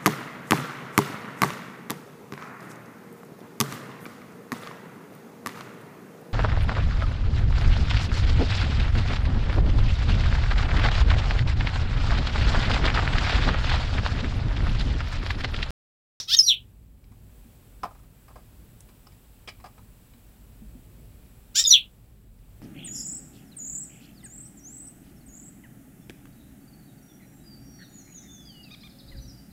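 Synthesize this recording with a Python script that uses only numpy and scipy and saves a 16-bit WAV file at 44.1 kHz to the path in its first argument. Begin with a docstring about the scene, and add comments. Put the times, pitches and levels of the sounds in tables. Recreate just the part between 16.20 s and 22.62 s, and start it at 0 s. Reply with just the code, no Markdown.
"""A caged finch sings two short phrases: a rising rasp of two beating membranes, then near-sine whistles from
both sides of its syrinx, with sharp clicks at the loudest notes. Between and after them, clicks strike damped
modes of the tray and wires as it hops and pecks; low thuds come through the stand. A small quiet room answers
with decaying noise, over shaped-noise rumble. A small microphone adds hiss, slow gain control and distortion; a
treble noise follows loudness."""
import sys
import numpy as np
from scipy import signal
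from scipy.fft import rfft, irfft, next_fast_len
from scipy.io import wavfile
from scipy.ndimage import uniform_filter1d

SR = 44100
rng = np.random.default_rng(int(sys.argv[2]) if len(sys.argv) > 2 else 0)


def master(y):
    """Save y as 16-bit WAV."""
    cut = np.clip(np.atleast_2d(y).T, -1, 1)
    pcm = np.round(cut * 32767)  # scale
    wavfile.write(sys.argv[1], SR, pcm.astype(np.int16))


def magnitude_from_level(level_db):
    """Linear magnitude for a level in decibels (20 dB per decade)."""
    exponent = np.asarray(level_db, float) / 20
    return 10 ** exponent


N = 283058

# Rasps. Each row: start in seconds, middle of the pitch rise in seconds, width of the rise in seconds, loudest
# moment in seconds, peak in dB, swell in dB per second, fade in seconds, beat of the second membrane in Hz.
RASPS = [(.074, .118, .011, 0.15, -10.5, 300.5, .012, 688.8),
         (5.345, 5.365, .013, 5.398, -15.5, 170, 0.074, 628)]
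# Throat and beak, one list per rasp. Each row: frequency in Hz, gain in dB.
THROAT_GAINS = [
    [(530, -73.5), (900, -44), (1330, -28.5), (1550, -27), (2000, -28.5), (2750, -23), (3030, -11.5),
     (3740, -7), (4060, -10.5), (5140, -5.5), (6980, -21.5), (7670, -26.5), (15000, -28.5)],
    [(530, -78), (900, -51), (1420, -22), (1570, -19.5), (1890, -26.5), (2030, -22), (3700, -9),
     (4210, -13), (5650, -4.5), (6430, -14.5), (6980, -2), (8530, -23), (15000, -28)],
]
# Harmonics 1-7, one row per rasp: strengths in dB.
HARMONICS_DB = [(1.5, 4, -0.5, -5, -7, -12.5, -13.5), (4, 5.2, 4, 5, -7.5, -10, -16.5)]
# Roughness, one row per rasp: pitch jitter as a share, breath against tone as a ratio.
HOARSENESS = [(.011, .5), (.019, .9)]
RASP_LOW_HZ, RASP_HIGH_HZ = 1247, 1905   # the fundamental rises in an S between these
RASP_ATTACK_S, SILENT_DB = 0.012, -51.5

# Held notes. Each row: start in seconds, length in seconds, entry pitch in Hz, held pitch in Hz before sag,
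# first level in dB, last level in dB.
HELD_NOTES = [(0.165, .013, 5600, 6540, -15.5, -21), (.178, .009, 6500, 6200, -24, -19),
              (.177, .011, 3000, 3150, -32, -32), (.1865, .0175, 7800, 5220, -7, -2.5),
              (.205, 0.034, 5200, 5200, -17, -29), (.226, .03, 5600, 5740, -22, -33),
              (.26, .038, 5750, 5780, -19, -21), (5.4385, .006, 5500, 5150, -14, -14),
              (5.458, .006, 5400, 5100, -20, -19), (5.449, .015, 3600, 3640, -20, -21)]
SETTLE_S, SAG_PER_S = 0.0012, 0.6   # time constant of the entry; share of pitch lost per second
EDGE_S, EDGE_DB = 0.0034, 28.5   # soft ends
# Falling glides. Each row: start in seconds, length in seconds, top in Hz, bottom in Hz, bend (1 = straight),
# pitch where it swells in Hz, level in dB.
GLIDES = [(0.226, .12, 5200, 2150, 1.25, 4270, -13), (5.485, .098, 5257, 2200, .92, 4350, -11)]
# Loudness along a glide's fall. 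Each row: pitch in Hz, level in dB.
GLIDE_STRENGTH = [(2150, -38), (2550, -20), (2950, -7), (3400, 0), (4100, -3), (5000, -5), (5300, -18)]
HUSH_DB, SWELL_WIDTH_HZ = 15, 60   # a glide is softer before its swell
# Two notes slurred together. Each row: time in seconds, pitch in Hz, level in dB.
SLUR = [(5.464, 6890, -35), (5.475, 6800, -17), (5.483, 6776, -14), (5.49, 6640, -36.5), (5.5, 6158, -31.5),
        (5.508, 5920, -10), (5.526, 5836, -13), (5.537, 5800, -50)]
# Sharp clicks at and during loud whistles. Each row: time in seconds, level in dB.
ONSET_CLICKS = [(.1915, -8.5), (.197, -18), (5.512, -24), (5.524, -24), (5.54, -20)]
OCTAVE_DB = -35

# Claw landings. Each row: time in seconds, tray level in dB, wires level in dB.
HOPS = [(0.917, -52, -64), (1.633, -23, -42.5), (1.65, -30.5, -51), (2.081, -49, -64),
        (2.104, -47.5, -73.5), (2.157, -38.5, -59), (2.182, -50, -65), (2.688, -55.5, -61.5),
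        (2.919, -62.5, -63.5), (3.275, -37.5, -38.5), (3.286, -47.5, -38), (3.399, -52, -63),
        (3.441, -37.5, -51.5), (3.459, -40.5, -53.5), (3.579, -48, -64.5)]
# Single pecks at a wire. Each row: time in seconds, tray level in dB, wires level in dB, tick level in dB.
PECKS = [(0.841, -67.5, -52, -72), (2.606, -54, -65, -43), (2.869, -44.5, -51.5, -59),
         (3.936, -59, -55.5, -63.5), (6.189, -64.5, -58, -70)]
# Tray modes. Each row: frequency in Hz, level in dB, T60 in seconds.
TRAY_MODES = [(424, -11, 0.022), (612.5, -9, 0.024), (744, -1, 0.025), (873, -4, 0.028), (1049, -1.5, 0.03),
              (1230, 0, 0.027), (1630, -15.5, 0.033), (1930, -19, 0.0096)]
# Wire modes. Each row: frequency in Hz, level in dB, T60 in seconds.
WIRE_MODES = [(2300, 6.5, 0.006), (2940, -8, 0.019), (3227, -6, 0.0087), (3960, -5.5, 0.012),
              (3980, -17, 0.0035), (4820, -2.5, 0.011), (5200, -1, 0.0078)]
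FLURRY_S, PECK_S, FLURRY_SWELL = 0.012, 0.0033, 2.4   # click spans; build-up against the fade
CLAW_DB, CLAW_FOLLOWS = -64, 0.52   # claw tick, and how far it follows the wires
# After the hardest landing the tray rocks to rest.
ROCK_S, ROCK_GAP_S, ROCK_DB, ROCK_LOSS_DB, ROCK_WIRES_DB = 1.709, 0.041, -44.5, 4, -24
# Dull thuds through the stand. Each row: time in seconds, push level in dB, mode in Hz.
THUDS = [(0.914, -43.5, 241), (1.252, -45, 233), (1.627, -41, 181), (3.621, -45.5, 222), (3.944, -46, 237),
         (4.419, -36, 214), (4.551, -37.5, 251), (4.784, -49, 235)]

# Earlier phrase dying away. Single row: low edge in Hz, high edge in Hz, level in dB, T60 in seconds.
FADING_BAND = (3400, 6200, -31, 0.17)
LAST_NOTE_HZ, LAST_NOTE_DB = 5600, 1.5   # where the dying phrase is strongest
ROOM_T60_S, TREBLE_T60_S, ROOM_DB = 0.15, 0.085, -4.5
# House rumble. Each row: time in seconds, mean level in dB.
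RUMBLE_LEVEL = [(0.0, -51.5), (1.3, -50), (4.11, -51.5), (4.83, -48), (5.13, -52), (6.4, -50), (6.42, -52)]
# Rumble spectrum. Each row: frequency in Hz, density in dB per Hz.
RUMBLE_SPECTRUM = [(13, -39.5), (22, -12.5), (35, -3), (54, 4), (64, -2.5), (75, -13), (102, -3),
                   (140, -10), (233, -14), (360, -22), (700, -31), (910, -58), (1540, -120)]
# Microphone hiss spectrum. Each row: frequency in Hz, density in dB per Hz.
HISS_SPECTRUM = [(240, -31), (400, -6), (527, -8.5), (569, -6), (654, -9.5), (786, -7), (1010, -10.5),
                 (1190, -11), (2230, -14), (2410, -12.5), (6440, -20.5), (7750, -15.5), (8900, -16.5),
                 (15000, -13), (15700, -12)]
HISS_DB = -60
MIXING, TOP = 0.14, 0.8   # microphone: square-law share, amplitude ceiling


def rms_one(x):
    """Scale to rms 1."""
    return x / np.sqrt(np.mean(x ** 2) + 1e-20)


def coloured(x, spectrum):
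    """Filter x by dB lines straight in log frequency: cut below the first point, last gain held above the last."""
    hz, db = np.transpose(spectrum)
    size = next_fast_len(len(x))
    grid_hz = np.maximum(np.arange(size // 2 + 1) * SR / size, 1)
    gain_db = np.interp(np.log(grid_hz), np.log(hz), db, left=-90)
    return irfft(rfft(x, size) * magnitude_from_level(gain_db), size)[:len(x)]


def wobble(size, hz):
    """Smooth chance of rms 1: noise through two equal poles at hz."""
    r = np.exp(-2 * np.pi * hz / SR)
    noise = rng.standard_normal(size + 4000)
    return rms_one(signal.lfilter([1], [1, -2 * r, r * r], noise)[4000:])


def note(rows):
    """Sample range of a note and its controls along it."""
    s, *columns = np.transpose(sorted(rows))
    at = np.arange(max(round(s[0] * SR), 0), round(s[-1] * SR))
    return at, [np.interp(at / SR, s, c) for c in columns]


def ring(clicks, hz, t60_s):
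    """Damped mode: a unit click starts a sine of height about 1."""
    r, w = magnitude_from_level(-60 / (t60_s * SR)), 2 * np.pi * hz / SR
    return signal.lfilter([0, np.sin(w)], [1, -2 * r * np.cos(w), r * r], clicks + 1e-18)


def rasp_rows(start_s, middle_s, width_s, loudest_s, peak_db, swell_db_s, fade_s, beat_hz):
    """Controls of a rasp: quick attack, steady swell, fade; pitch rises in an S."""
    end_s = loudest_s + fade_s
    s = np.linspace(start_s, end_s, num=60)
    hz = RASP_LOW_HZ + (RASP_HIGH_HZ - RASP_LOW_HZ) / (1 + np.exp((middle_s - s) / width_s))
    voiced_s = start_s + RASP_ATTACK_S
    voiced_db = peak_db - swell_db_s * (loudest_s - voiced_s)
    db = np.interp(s, [start_s, voiced_s, loudest_s, end_s], [SILENT_DB, voiced_db, peak_db, SILENT_DB])
    return list(zip(s, hz, beat_hz + 0 * s, db))


def rasps(beat=1.0, beat_jitter=0.14):
    """One membrane pulses, the other throbs it unevenly into sidebands; breath roughens both."""
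    out = np.zeros(N)
    for rows, throat, harmonics_db, (jitter, breath) in zip(RASPS, THROAT_GAINS, HARMONICS_DB, HOARSENESS):
        at, (hz, beat_hz, db) = note(rasp_rows(*rows))
        phase = 2 * np.pi * np.cumsum(hz * (1 + jitter * wobble(len(at), 270))) / SR
        harmonics = [magnitude_from_level(level) * np.cos((k + 1) * phase + k * k) for k, level in enumerate(harmonics_db)]
        tone = rms_one(sum(harmonics))
        beat_phase = 2 * np.pi * np.cumsum(beat_hz * (1 + beat_jitter * wobble(len(at), 200))) / SR
        throb = np.exp(beat * np.cos(beat_phase))
        air = np.diff(rng.standard_normal(len(at) + 1))
        voiced = coloured((tone + breath * air) * throb, throat)
        local_rms = np.sqrt(uniform_filter1d(voiced ** 2, size=500) + 1e-20)
        out[at] += magnitude_from_level(db) * voiced / local_rms   # the level curve alone sets loudness
    return out


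def whistle_rows():
    """Controls of the slur, held notes and glides."""
    out = [SLUR]
    for start_s, length_s, entry_hz, held_hz, first_db, last_db in HELD_NOTES:
        t = np.linspace(0, length_s, num=60)
        hz = held_hz * (1 - SAG_PER_S * t) + (entry_hz - held_hz) * np.exp(-t / SETTLE_S)
        edge = np.clip(1 - np.minimum(t, length_s - t) / EDGE_S, 0, 1)
        db = first_db + (last_db - first_db) * t / length_s - EDGE_DB * edge ** 2
        out.append(list(zip(start_s + t, hz, db)))
    for start_s, length_s, top_hz, bottom_hz, bend, swell_hz, level_db in GLIDES:
        s = np.linspace(start_s, start_s + length_s, num=60)
        hz = top_hz + (bottom_hz - top_hz) * np.linspace(0, 1, num=60) ** bend
        hush_db = HUSH_DB / (1 + np.exp((swell_hz - hz) / SWELL_WIDTH_HZ))
        db = level_db - hush_db + np.interp(hz, *np.transpose(GLIDE_STRENGTH))
        out.append(list(zip(s, hz, db)))
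    return out


def whistles(jitter=0.0045, octave_growth=0.3, flutter_db=2.2, rough=0.1):
    """Near sines, unsteady in pitch and level; the octave grows more slowly than the note."""
    out = np.zeros(N)
    for rows in whistle_rows():
        at, (hz, db) = note(rows)
        phase = 2 * np.pi * np.cumsum(hz * (1 + jitter * wobble(len(at), 360))) / SR
        db = db + flutter_db * wobble(len(at), 200)
        edges = np.minimum(np.minimum(at - at[0], at[-1] - at) / 150, 1)
        presence = np.clip((hz - 3200) / 1200, 0, 1) * edges   # low notes lose their octave
        octave_db = OCTAVE_DB + octave_growth * db + 0.84 * wobble(len(at), 120)
        octave = magnitude_from_level(octave_db) * presence * np.sin(2 * phase)
        tone = magnitude_from_level(db) * (1 + rough * wobble(len(at), 500)) * np.sin(phase)
        out[at] += np.sqrt(2) * (tone + octave)
    # the whistles carry nothing below about 2 kHz
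    return signal.sosfilt(signal.butter(6, 2100, "high", fs=SR, output="sos"), out)


def onset_clicks():
    """Sharp clicks at loud whistles: single impulses through a gentle band-pass."""
    clicks = np.zeros(N)
    for s, db in ONSET_CLICKS:
        clicks[round(s * SR)] = magnitude_from_level(db)
    return signal.sosfilt(signal.butter(1, [300, 3500], "band", fs=SR, output="sos"), clicks)


def touch_rows():
    """Every contact as (s, tray dB, wires dB, tick dB, span s)."""
    rocks = []
    for k in range(4):
        rocks.append((ROCK_S + k * ROCK_GAP_S, ROCK_DB - k * ROCK_LOSS_DB, ROCK_DB + ROCK_WIRES_DB))
    landings = []
    for s, tray_db, wires_db in HOPS + rocks:
        tick_db = CLAW_DB + CLAW_FOLLOWS * (wires_db - CLAW_DB)
        landings.append((s, tray_db, wires_db, tick_db, FLURRY_S))
    return landings + [(*peck, PECK_S) for peck in PECKS]


def flurries(touches, column, uneven_db=2.5, clicks_per_s=3500):
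    """Random clicks of every contact under a fading envelope, scaled by one level column."""
    since_s = np.arange(3000) / SR
    clicks = np.zeros(N + len(since_s))
    shape = (len(touches), len(since_s))
    grains = rng.standard_normal(shape) * (rng.random(shape) < clicks_per_s / SR)
    grains[:, 0] = 0.51   # first contact
    for touch, flurry, luck in zip(touches, grains, rng.standard_normal(len(touches))):
        at = round(touch[0] * SR)
        age = since_s / touch[4]
        envelope = (1 + FLURRY_SWELL * age) * np.exp(-2 * age)
        clicks[at:at + len(since_s)] += magnitude_from_level(touch[column] + uneven_db * luck) * flurry * envelope
    return clicks[:N]


def hops(tray_db=-15, wires_db=-9, claw_db=6.5):
    """Hops and pecks: click flurries give a dry tick and strike the modes of tray and wires unevenly."""
    touches = touch_rows()
    tray = sum(magnitude_from_level(db + tray_db) * ring(flurries(touches, 1), hz, t60_s) for hz, db, t60_s in TRAY_MODES)
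    wires = sum(magnitude_from_level(db + wires_db) * ring(flurries(touches, 2), hz, t60_s) for hz, db, t60_s in WIRE_MODES)
    ticks = sum(flurries(touches, 3) for _ in range(3))
    tick_band = signal.butter(2, [5500, 11000], "band", fs=SR, output="sos")
    return tray + wires + magnitude_from_level(claw_db) * signal.sosfilt(tick_band, ticks)


def thuds(t60_s=0.16):
    """Each thud is a soft push into one low, quickly damped mode."""
    out = np.zeros(N)
    for s, db, hz in THUDS:
        click = np.zeros(N)
        click[round(s * SR)] = magnitude_from_level(db)
        out += ring(click, hz, t60_s)
    return signal.lfilter([0.04], [1, -0.96], out)


def fading_phrase():
    """Echoes of earlier notes: decaying noise over the whistle range, plus a resonance at the last note."""
    low_hz, high_hz, db, t60_s = FADING_BAND
    noise = rng.standard_normal((2, N))
    band = signal.butter(5, [low_hz, high_hz], "band", fs=SR, output="sos")
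    wide = rms_one(signal.sosfilt(band, noise[0]))
    last = magnitude_from_level(LAST_NOTE_DB) * rms_one(ring(noise[1], LAST_NOTE_HZ, 0.006023))
    return (wide + last) * magnitude_from_level(db - 60 * np.arange(N) / SR / t60_s)


def room(x, gap_s=0.0051, split_hz=4800):
    """Dense reflections as decaying noise; the treble dies first."""
    t = np.arange(round(0.4 * SR)) / SR
    noise = rng.standard_normal(len(t)) * (t > gap_s)
    low = signal.sosfiltfilt(signal.butter(12, split_hz, fs=SR, output="sos"), noise)
    high = noise - low
    tail = low * magnitude_from_level(-60 * t / ROOM_T60_S) + high * magnitude_from_level(-60 * t / TREBLE_T60_S + 2.0)
    return magnitude_from_level(ROOM_DB) * signal.fftconvolve(x, tail / np.sqrt(np.sum(tail ** 2)))[:N]


def house_rumble():
    """Low shaped noise with a slowly wandering level."""
    s, db = np.transpose(RUMBLE_LEVEL)
    level_db = np.interp(np.arange(N) / SR, s, db) + 0.69 * wobble(N, 2)
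    return magnitude_from_level(level_db) * rms_one(coloured(rng.standard_normal(N), RUMBLE_SPECTRUM))


def microphone_hiss():
    """Shaped noise, plus a faint ringing of the microphone port."""
    hiss = magnitude_from_level(HISS_DB) * rms_one(coloured(rng.standard_normal(N), HISS_SPECTRUM))
    port = rms_one(ring(rng.standard_normal(N), 7750, 0.022))
    return hiss + magnitude_from_level(HISS_DB - 17.0) * port


def scene():
    """Bird and cage in the room over rumble and hiss."""
    rasp, whistle, cage = rasps(), whistles() + onset_clicks(), hops()
    direct = rasp + whistle + cage
    reflected = room(0.45 * rasp + whistle + 0.48 * cage)
    background = fading_phrase() + thuds() + house_rumble() + microphone_hiss()
    return (direct + reflected + background)[None]


def gain_control(x, start_db=-1.5, knee_db=-40, ratio=0.65, release_db_s=40, down_db_s=9, up_db_s=19):
    """Gain creeps at limited rates towards an aim set by a slowly released peak level."""
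    step = 441   # samples
    level_db = 10 * np.log10(uniform_filter1d(x ** 2, size=step)[::step] + 1e-12)
    fall_db = release_db_s * np.arange(len(level_db)) * step / SR
    held_db = np.maximum.accumulate(level_db + fall_db) - fall_db
    gain_db = [start_db]
    for aim_db in -ratio * np.maximum(held_db - knee_db, 0):
        change_db = np.clip(aim_db - gain_db[-1], -down_db_s * step / SR, up_db_s * step / SR)
        gain_db.append(gain_db[-1] + change_db)
    return magnitude_from_level(np.interp(np.arange(len(x)), step * np.arange(len(gain_db)), gain_db))


def treble_noise(x, level_db=-33, growth=0.6, low_hz=6500):
    """A treble noise follows the loudness of x above a threshold."""
    loudness = np.maximum(np.sqrt(uniform_filter1d(x ** 2, size=300) + 1e-12) - 0.012, 0)
    noise = magnitude_from_level(level_db) * loudness ** growth * rng.standard_normal(x.shape)
    return signal.sosfilt(signal.butter(2, low_hz, "high", fs=SR, output="sos"), noise)


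def distortion(x):
    """Loud tones mix by a square law and flatten at the peaks; steep top cut."""
    x = x + MIXING * signal.sosfilt(signal.butter(4, 6500, "high", fs=SR, output="sos"), x ** 2)
    x = x / (1 + (x / TOP) ** 6) ** (1 / 6)
    return signal.sosfilt(signal.cheby2(20, 50, 16250, fs=SR, output="sos"), x)


def band_limit(x):
    """A steep low-pass at the top of the band."""
    return signal.sosfilt(signal.butter(12, 15900, fs=SR, output="sos"), x)


def record(dry):
    """Gain control acts above the bass; then treble noise and distortion."""
    bass = signal.sosfiltfilt(signal.butter(1, 250, fs=SR, output="sos"), dry)
    levelled = bass + (dry - bass) * gain_control(dry[0])
    mix = distortion(levelled + treble_noise(levelled))
    return band_limit(mix)


dry = scene()
out = record(dry)
master(out)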